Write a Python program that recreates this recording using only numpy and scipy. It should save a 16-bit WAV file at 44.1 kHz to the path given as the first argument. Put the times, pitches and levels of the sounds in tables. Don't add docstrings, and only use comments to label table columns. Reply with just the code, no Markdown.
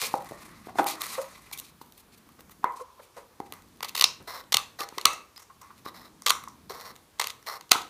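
import sys
import numpy as np
from scipy import signal
from scipy.io import wavfile
from scipy.ndimage import uniform_filter1d

SR = 44100
rng = np.random.default_rng(int(sys.argv[2]) if len(sys.argv) > 2 else 0)


def unload_wav(signal):
    wavfile.write(
        sys.argv[1],
        SR,
        np.round(np.clip(np.atleast_2d(signal).T, -1, 1) * 32767).astype(np.int16),
    )


def gain_from_db(level_db):
    decades = np.asarray(level_db, float) / 20
    return 10 ** decades


N = 348345


def rms_one(x):
    return x / np.sqrt(np.mean(x ** 2) + 1e-20)


def at_hz(rows, hz, axis):
    return np.interp(np.log(hz), np.log(np.array(rows)[:, 0]), np.array(rows)[:, axis])


def flicker(rate):
    knots = rng.standard_normal(800)
    return np.interp(np.arange(N) / SR * rate, np.arange(800), knots)


def bands(x, count):
    edges = np.geomspace(25, 17000, count + 1)
    for k, (low, high) in enumerate(zip(edges, edges[1:])):
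        band = signal.butter(2, [low, high], "band", fs=SR, output="sos")
        yield np.sqrt(low * high), signal.sosfilt(band, x[k % 2])


def resonate(x, hz, width_hz):
    r = np.exp(-np.pi * max(width_hz, 20) / SR)
    top = np.array([1, 0, -1]) * (1 - r * r) / 2
    return signal.lfilter(top, [1, -2 * r * np.cos(2 * np.pi * hz / SR), r * r], x + 1e-18)


def resonate_twice(x, hz, width_hz):
    return resonate(resonate(x, hz, width_hz), hz, width_hz)


def body(x, modes):
    def ring(v):
        v = resonate_twice(v, *modes[0][:2])
        for hz, width, db in modes[1:]:
            v = v + (gain_from_db(db) - 1) * resonate(v, hz, width)
        return v
    loudness = np.sqrt(np.sum(ring(signal.unit_impulse(4096)) ** 2))
    return ring(x) / loudness


def grains(per_s, spread_db):
    sizes = gain_from_db(spread_db * np.minimum(rng.exponential(1, N), 4)) * rng.choice([-1, 1], N)
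    return rms_one(sizes * (rng.random(N) < per_s / SR))


# (pitch [Hz], width [Hz], lift [dB])
CONE_AIR = [(863, 780, 10), (437, 77, 18.5), (1120, 220, 11.5), (1992, 250, 24)]
# (pitch [Hz], width [Hz], lift [dB])
FIBRE_HISS = [(13450, 7300, 0), (9400, 1400, 5), (14250, 1500, 4.5)]


def voiced(force, level, bright, hollow, modes):
    direct = body(force * level, modes)
    hiss = body(force * bright, FIBRE_HISS)
    return direct - hiss + gain_from_db(-4.5) * body(force * hollow, CONE_AIR)


def rubbing(strokes, modes, force):
    t, gains = np.arange(N) / SR, np.zeros((3, N))
    for rows in strokes:
        s, db, bright_db, cone_db = np.transpose(rows)
        for k, curve in enumerate([db, db + bright_db, db + cone_db]):
            gains[k] += gain_from_db(np.interp(t, s, curve, left=-200, right=-200))
    return voiced(force, *uniform_filter1d(gains, size=120), modes)


# (pitch [Hz], width [Hz], lift [dB])
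BLADE_STEEL = [(3300, 4200, 0), (2700, 65, 4), (4200, 2500, 4)]
# (pitch [Hz], width [Hz], lift [dB])
BLADE_TIPS = [(6060, 4600, -4), (5680, 350, 5.5), (7300, 240, -5)]


def tearing(tears):
    near, far = np.zeros((2, 4, N))
    force = grains(14000, spread_db=1.0)
    spill = gain_from_db(np.array([0.5, 9.5, 3.5, 0.0]))
    for s, ms, db, tips_db, bright_db, cone_db in tears:
        t = np.arange(0, max(ms, .3) * .003 + .004, 1 / SR)
        swell = np.minimum(t / (.0003 + 0.0005 * ms), 1) ** 0.75
        let_go = np.exp(-np.maximum(t - ms * 0.00077, 0) / (0.00069 + 0.23 * ms / 1000))
        shape = swell * let_go
        start = round((s - .0008) * SR)
        push = shape * force[start:start + len(t)]
        energy = np.sqrt(np.sum(shape ** 2))
        gains = gain_from_db(db + np.array([-tips_db / 2 - 3.0, tips_db / 2 - 9.5, bright_db, cone_db - 2.5]))
        near[:, start:start + len(t)] += np.outer(gains, push * energy / np.sqrt(np.sum(push ** 2)))
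        far[:, start + round(ms * SR / 2000)] += gains * energy * spill
    return [voiced(0.73, low, bright, hollow, BLADE_STEEL) + body(tips, BLADE_TIPS)
            for low, tips, bright, hollow in (near, far)]


def knocking(blows):
    out, t = np.zeros(N), np.arange(4000) / SR
    for s, db, hz, ms, thump_db in blows:
        push = np.sin(np.pi * np.clip(t / .0007, 0, 1)) * (ms < 7)
        contact = np.sin(np.pi * np.clip(t[:2000] * 1000 / ms, 0, .9999) ** .6) ** .5
        push[:2000] += .6 * rng.standard_normal(2000) * contact * (ms > 2)
        cavity = resonate(resonate(push, hz, 1200), hz, 60 + hz / 12)
        thump = resonate(push, 300, 250)
        sound = cavity / np.abs(cavity).max() + gain_from_db(thump_db) * thump / np.abs(thump).max()
        start = round(s * SR)
        out[start:start + 4000] += gain_from_db(db) * sound
    return out


# (pitch [Hz], level per Hz [dB])
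HISS_COLOUR = [(15, -38), (25, -7), (64, 2.5), (119, 0.5), (179, 1.5), (234, 2), (633, -11), (1080, -8),
               (1380, -11.5), (2710, -17.5), (3550, -16.5), (14400, -21.5), (15600, -20.5)]
# (time [s], level [dB])
RUMBLE_LEVEL = [(0.0, -54.5), (0.48, -53), (0.75, -56), (1.25, -59), (2.3, -63), (2.5, -60), (2.62, -60),
                (2.79, -72.5), (3.14, -70.5), (3.63, -60), (4.53, -60.5), (5.41, -70), (5.98, -56.5),
                (6.2, -59), (6.68, -58), (7.0, -66), (7.9, -67.5)]


def floor():
    s, db = np.transpose(RUMBLE_LEVEL)
    wander_db = np.interp(np.arange(N) / SR, s, db - np.mean(db))
    deep, upper = gain_from_db(0.51 * wander_db), gain_from_db(0.9 * wander_db)
    out = np.zeros(N)
    for hz, v in bands(rng.standard_normal((2, N)), count=20):
        if hz < 110:
            swell = deep * gain_from_db(3.5 * flicker(5))
        elif hz < 330:
            swell = upper * gain_from_db(1.5 * flicker(8))
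        else:
            swell = gain_from_db(1.2 * flicker(7))
        out += v * gain_from_db(at_hz(HISS_COLOUR, hz, axis=1)) * swell
    return gain_from_db(-58) * rms_one(out)


# (pitch [Hz], time to fall by 60 dB [s], level [dB])
ROOM_ECHO = [(196, 1, -24), (664, 0.36, -14), (1925, 0.37, -18), (5000, 0.3, -23), (11000, 0.31, -26.5)]


def room(x):
    t = np.arange(0, .8, 1 / SR)
    uneven = np.repeat(rng.standard_normal(len(t) // 60 + 1), 60)[:len(t)]
    echoes = rng.standard_normal((2, len(t))) * gain_from_db(4.5 * uneven * np.exp(-t / .04))
    tail = np.zeros(len(t))
    for hz, v in bands(echoes, count=14):
        fall_db = 60 * t / at_hz(ROOM_ECHO, hz, axis=1)
        tail += v * gain_from_db(at_hz(ROOM_ECHO, hz, axis=2) - 21.5 - fall_db)
    first_wall_s = 0.0062
    tail = tail * np.clip((t - first_wall_s) / 0.0017, 0, 1)
    return signal.fftconvolve(x, tail)[:N]


def patchy(x):
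    return sum(v * gain_from_db(2.5 * flicker(45)) for _, v in bands([x, -x], count=12))


# (time [s], length [s], level [dB], fade over the drag [dB], cone ring [dB])
DRAGS = [(-.03, 0.21, -42.5, 14.5, 0), (0.157, 0.23, -63.5, -1.5, 8), (0.372, 0.11, -54, 12, 7.5),
         (0.449, 0.27, -68, -0.5, 10), (0.746, 0.094, -47, 11, 10.5), (0.936, 0.069, -58, 1, 12),
         (1.102, 0.123, -48.5, 4.5, 4), (1.19, 0.2, -56.5, 7, 6.5), (1.379, 0.25, -63, 3, 3.5),
         (1.93, .08, -66, 0, -5), (2.69, 0.056, -71, 9, 6), (2.988, 0.083, -62, 12, -5),
         (3.138, 0.11, -58, 33, 8.5), (3.429, 0.037, -63.5, 8, 6), (3.52, 0.074, -66, 7, 6),
         (4.9, 0.15, -61.5, 5, 3), (5.602, 0.13, -69, 13.5, 12.5), (5.754, 0.035, -61.5, 13, -1),
         (7.169, 0.13, -58.5, -1, 8.5)]
# (time [s], length [s], level [dB], fade over the drag [dB], cone ring [dB])
GRABS = [
    (0.858, 0.094, -37.5, 11.5, 0),
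    (1.026, 0.12, -44, 9, 1),
    (2.755, 0.063, -59, 1, -4),
    (2.115, .03, -60, 3, -8),
    (1.63, .07, -58, 4, -8),
    (0.0, .065, -44, 2, -8),
    (1, .06, -45, 16.5, 8.5),
]
# (pitch [Hz], width [Hz], lift [dB])
PAPER_SHEET = [(4200, 10400, 0), (2410, 260, 16.5), (4060, 880, 7.5)]


def hands():
    drag = grains(18000, spread_db=2.0) + 0.27 * grains(300, spread_db=11.5)
    bright_db, lift_s = -7, 0.0083
    strokes = []
    for rise_s, table in [(0.045, DRAGS), (0.01, GRABS)]:
        for s, length, db, fade_db, cone_db in table:
            end, end_db = s + length, db - fade_db
            levels = [(s, db - 20.5), (s + rise_s, db), (end, end_db), (end + lift_s, end_db - 5.5)]
            strokes.append([(t, level, bright_db, cone_db) for t, level in levels])
    return patchy(rubbing(strokes, PAPER_SHEET, drag * gain_from_db(2.6 * flicker(95))))


# (time [s], peak level [dB], pitch [Hz], contact [ms])
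THUDS = [(.788, -21.5, 310, 31), (4.548, -36.5, 110, 14), (4.804, -34.5, 350, 17), (4.976, -32.5, 360, 1.7),
         (6.7, -34, 396, 20), (0.019, -34, 450, 33), (4.041, -38.5, 330, 9.3), (4.276, -42.5, 410, 18),
         (5.054, -39, 73, 17), (5.052, -38.5, 45, 33), (4.2, -43, 50, 30), (6.9, -50, 52, 43),
         (3.5, -48.5, 50, 30), (6.3, -42, 300, 6.8)]


def thuds():
    return [(*row, -13) for row in THUDS]


# (time [s], length [ms], level [dB], cone ring [dB])
CREASES = [(0.133, 2, -42, -10), (.154, 2, -43, 5), (.176, 1.5, -46, -5), (.22, 6, -50, -15),
           (.265, 3, -52, -15), (.312, 2, -48, 0), (1.81, 20, -56, -8), (1.995, 14, -59, -8),
           (2.172, 16, -58, -15), (2.29, 1.5, -54, 15), (2.32, 4, -59, -15), (2.392, 25, -60, 0),
           (1.86, 3, -59, -15), (0.245, 3.2, -48, -3), (0.2898, 1.7, -43, -14), (0.843, 1.6, -33, -5),
           (0.867, 3.7, -27.5, -5), (.831, 3.5, -44, -15), (.876, 2, -39, -4), (.886, 2.3, -30, -7),
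           (.899, 2, -31, 7), (.909, 2, -31, -3), (1.0186, 0.4, -19, -12), (1.0353, 9.8, -41, 2),
           (1.0666, 1, -31, 6), (2.722, 3, -54, -8), (2.738, 2.7, -57, -8), (3.677, 1.5, -67, -18),
           (3.686, 1.4, -57, -18), (4.226, 1.8, -51, -15), (1.524, 17.3, -35.5, -18),
           (1.5753, 2.7, -36.5, -10), (1.583, 12.6, -37, -22), (1.599, 1.4, -30, -2),
           (1.923, 1, -43.5, -14), (1.977, 4.6, -48.5, -7), (2.4069, 1.2, -45, 4), (2.495, 2.9, -52, 12.5),
           (2.507, 17.4, -51.5, 4), (3.524, 0.62, -29, 13), (3.535, 6.7, -46, 3), (3.6218, 1.6, -51, 2),
           (1.151, 5.4, -51, 22), (.9985, 3.1, -50, -5), (.672, 0.77, -47, 8), (3.761, 1.5, -57, -12),
           (3.772, 1.5, -55, -11)]


def creases():
    tips_db, bright_db = -1.5, 0
    return [(s, ms, db, tips_db, bright_db, cone) for s, ms, db, cone in CREASES]


# (time [s], length [ms], level [dB], cone ring [dB])
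CRACKS = [
    (0.1395, 4.7, -45, 18),
    (0.7844, 5.8, -37.5, 21),
    (1.5136, 1.3, -44, 15),
    (1.812, 7.7, -55.5, 5),
    (2.391, 3.5, -68, 25.5),
    (2.642, 3.55, -40, 23),
    (3.4017, 2.5, -48.5, 18.5),
]


def cracks():
    tips_db, bright_db = -14, -2
    return [(s, ms, db, tips_db, bright_db, cone) for s, ms, db, cone in CRACKS]


# (time [s], peak level [dB], cavity pitch [Hz], contact [ms], thump [dB])
TAPS = [(0.14, -12, 816, 1.2, -7.5), (.311, -47.5, 445, 0.58, 16.5), (0.32, -32.5, 576, 1.5, 2.5),
        (0.671, -45.5, 664, 1.2, 15.5), (0.683, -35.5, 746, 26, -9), (0.756, -31.5, 714, 2.4, 1),
        (0.785, -10, 750, 14.5, -54), (.862, -19.5, 810, 6.4, -14), (1.513, -40.5, 835, 1.5, -10),
        (1.814, -36.5, 920, 1.5, -2), (2.39, -52, 855, 9.2, 9.5), (2.642, -7.5, 1004, 1.5, -16.5),
        (3.402, -26.5, 784, 1.7, 2.5), (5.053, -13, 2580, 1.7, -35), (5.498, -42, 1085, 16.3, -36),
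        (5.699, -39, 1040, 21, -22.5), (5.862, -27.5, 1120, 3.1, 0), (6.304, -11, 1120, 3.3, -29.5),
        (6.475, -30, 1056, 2.9, -24.5), (7.75, -19, 980, 3.3, -27), (7.756, -20.5, 1250, 4.4, -7),
        (7.716, -18, 748, 6, -3), (7.716, -13, 1250, 3.5, -28), (7.781, -27, 1070, 11, -27),
        (4.925, -40, 880, 2.8, 3), (5.133, -31, 890, 2.8, -5.5), (5.055, -9.5, 1300, 2.6, -21),
        (2.628, -40, 800, 12, -10)]


def taps():
    return list(TAPS)


# (time [s], level [dB], pitch [Hz], time to fall by 60 dB [s], width [Hz])
RINGS = [(0.143, -31.5, 533, 0.22, 121), (0.317, -53, 1834, 0.46, 60), (.995, -38, 1170, 0.12, 60),
         (1.178, -20.5, 534, 0.16, 45), (1.19, -56, 6650, .5, 300), (1.527, -38.5, 2330, 0.13, 200),
         (2.65, -36, 1026, 0.74, 130), (2.646, -38.5, 470, 0.3, 151), (2.8, -25, 507, 0.089, 40),
         (4.046, -30.5, 5200, 0.27, 1480), (4.57, -33, 1177, 0.2, 152), (5.056, -31, 1160, 0.38, 130),
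         (5.059, -36, 2645, 0.39, 200), (5.365, -42.5, 5000, 0.08, 300), (5.865, -48.5, 1080, 0.2, 200),
         (6.306, -35.5, 1130, 0.2, 160), (3.83, -46, 2200, .25, 900), (2.648, -43, 1950, 0.27, 500),
         (2.8, -25, 1048, 0.075, 50), (6.268, -23.5, 1120, 0.11, 120), (4.804, -31, 1157, 0.1, 90),
         (5.612, -43.5, 1060, 0.18, 250), (5.656, -53.5, 1100, 0.17, 200)]


def rings():
    out, t = np.zeros(N), np.arange(SR // 2) / SR
    for s, db, hz, t60, width in RINGS:
        tone = rms_one(resonate_twice(rng.standard_normal(len(t)), hz, width))
        rise = np.minimum(t / 0.0029, 1)
        start = round(s * SR)
        out[start:start + len(t)] += gain_from_db(db - 60 * t / max(t60, .01)) * rise * tone
    return out


# (time [s], peak level [dB], lower mode [Hz], contact [ms], upper mode [dB])
SQUEEZES = [
    (1.177, -28, 520, 22, 2.5),
    (2.796, -41, 506, 9.8, 4),
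    (2.992, -42.5, 490, 12.3, -1),
    (3.165, -38, 470, 35, -3),
]


def squeezes():
    upper_ratio, lag_s, thump_db = 1.87, 0.00284, -26
    lower = [(s, db, hz, ms, thump_db) for s, db, hz, ms, _ in SQUEEZES]
    upper = [(s + lag_s, db + up, hz * upper_ratio, ms, thump_db) for s, db, hz, ms, up in SQUEEZES]
    return lower + upper


# (time [s], length [ms], level [dB], cone ring [dB])
JERKS = [(3.8069, 0.6, -36.5, 15), (3.827, 6.9, -29, 7.5), (3.844, 6.9, -33, 8.5), (3.853, 4, -40, 0),
         (3.882, 10, -38, -5), (3.892, 4, -36, -3), (3.9492, 7.6, -27.5, 5), (3.9625, 5.5, -29, -11),
         (3.974, 8.6, -27.5, 4.5), (3.9856, 7.3, -33.5, 1), (3.9949, 4, -23.5, 4), (4.0213, 4, -20, 8),
         (4.522, 2.4, -16.5, 1), (4.5256, 4.9, -17, -4), (4.8046, 4.9, -26.5, 1.5),
         (4.8887, 1.5, -31.5, -5), (4.9811, 4.3, -26, 8.5), (5.0128, 2.2, -28, -13.5), (6.262, 7.1, -15, 1),
         (6.273, 5.1, -22, 4), (6.282, 4.2, -18, -2), (6.2934, 8, -17, -7), (7.1961, 5.6, -17, 2.5),
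         (7.2134, 2.87, -20, 4), (7.2208, 1.2, -21, 4), (7.2412, 3.5, -25, 2), (7.187, 5, -48, -10),
         (7.262, 3, -40, 6), (7.309, 3, -40, -5), (7.283, 1.4, -34, -10), (7.2985, 2, -34, 0),
         (7.3015, 4, -31, 0), (7.61, 1.77, -34, -1.5), (7.7098, 6.4, -27, 3), (7.728, 1.4, -28, 2),
         (7.694, 1.8, -42, -14), (7.816, 5.4, -36.5, -13)]


def jerks():
    rows = []
    for s, ms, db, cone in JERKS:
        in_seam = s < 4.1
        tips_db, bright_db = (-10.5, -4.5) if in_seam else (-6.5, -14.5)
        rows.append((s, ms, db, tips_db, bright_db, cone))
    return rows


# (time [s], length [ms], level [dB], upper rings [dB], brightness [dB])
SNAPS = [
    (4.0104, 4.3, -23, -30.5, -2),
    (4.0411, 3.32, -16.5, -21, -13),
    (4.5414, 5.4, -14, -7.5, -11),
    (4.5699, 0.89, -9, -13.5, -11.5),
    (5.0546, 2.35, -4, -7.5, -15),
    (6.3041, 3.5, -11.5, -1, -10.5),
    (7.2712, 1.4, -23.5, -13, -2.5),
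    (7.717, 1.6, -0.5, -10, -12),
]
# (time [s], length [ms], level [dB], upper rings [dB], brightness [dB])
CLICKS = [
    (4.0113, .6, -13, -4, -14),
    (4.0447, .4, -12, -8, -14),
    (4.0418, 0.42, -9, -18, -18),
    (4.5425, 0.35, -20, -6, -12),
    (4.545, .4, -10, -8.5, -12),
    (4.5690, .4, -14, -3, -16),
    (5.0561, 0.31, -5, -6, -14.5),
    (6.3051, .4, -9, -3.5, -12),
    (7.7196, 0.44, -6.5, -3, -13),
    (7.7144, .4, -13, -13, -14),
]


def snaps():
    return [(*row, -0.5) for row in [*SNAPS, *CLICKS]]


# (time [s], length [s], level [dB], jolt at the start [dB], first ring [Hz])
OPENING = [
    (4.27, 0.14, -47, 5.5, 4050),
    (4.786, 0.053, -42.5, -1, 4200),
    (5.846, 0.045, -50.5, -1.5, 3900),
    (5.939, 0.14, -57.5, 1.5, 3930),
    (6.692, 0.22, -51, 10.5, 4210),
    (7.46, 0.11, -45, 3.5, 4180),
]
# (pitch above the first ring [Hz], width [Hz], lift [dB])
EDGE_RINGS = [(0, 6000, 0), (0, 340, 15), (1350, 280, 10)]


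def opening():
    force, out = grains(5000, spread_db=4.5) * gain_from_db(2.5 * flicker(98)), 0
    rise_s, jolt_s, stop_s, bright_db, cone_db = 0.007, 0.029, 0.008, -6, 8
    for s, length, db, jolt_db, hz in OPENING:
        free, end = s + rise_s, s + length
        levels = [(s, db - 14.5), (free, db + jolt_db), (free + min(jolt_s, .5 * length), db),
                  (end, db - 3.5), (end + stop_s, db - 13.0)]
        stroke = [(t, level, bright_db, cone_db) for t, level in levels]
        edge = [(hz + above, width, lift_db) for above, width, lift_db in EDGE_RINGS]
        out = out + rubbing([stroke], edge, force)
    groan = resonate_twice(out, 531, 620)
    return out + gain_from_db(-3.0) * groan


# (time [s], length [ms], level [dB],
# upper rings [dB])
STRIP = [(5.1296, 8.1, -39.5, 22), (5.3601, 6, -48, -10.5), (5.3764, 3.9, -41.5, -5), (5.391, 17, -49, 8),
         (5.417, 16.6, -51.5, 14.5), (5.6141, 6.8, -45, 12), (5.857, 0.73, -38, -3),
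         (6.2215, 0.36, -34, 20.5), (6.437, 3.8, -40, 6), (6.4821, 5.5, -49, 25), (6.9615, 3, -43, 0),
         (6.956, 1.5, -47, 0), (6.721, 1.6, -39, -6), (6.802, 1.93, -41, -5), (6.811, 2.1, -37.5, -6),
         (6.853, 4.3, -47, -12), (6.881, 2.6, -50, -4.5), (7.4273, 1, -46, 13), (7.4644, 2.6, -41.5, -1),
         (7.47, 2.3, -36.5, -6), (4.439, 2.5, -57, -18)]


def strip():
    bright_db, cone_db = -7, 5.5
    return [(*row, bright_db, cone_db) for row in STRIP]


def scene():
    cut, cut_at_walls = tearing(creases() + cracks() + jerks() + snaps() + strip())
    handling = knocking(thuds() + taps() + squeezes()) + hands() + opening()
    echoes = room(cut_at_walls + handling)
    return (cut + handling + echoes + floor() + rings())[None]


def band_limit(x):
    return signal.sosfilt(signal.butter(12, 15750, fs=SR, output="sos"), x)


def record(dry):
    cut = signal.sosfilt(signal.cheby2(12, 45, 15900, fs=SR, output="sos"), dry)
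    cut = signal.sosfilt(signal.butter(2, 38, "high", fs=SR, output="sos"), cut)
    mix = np.clip(cut, -1, 1)
    return band_limit(mix)


dry = scene()
out = record(dry)
unload_wav(out)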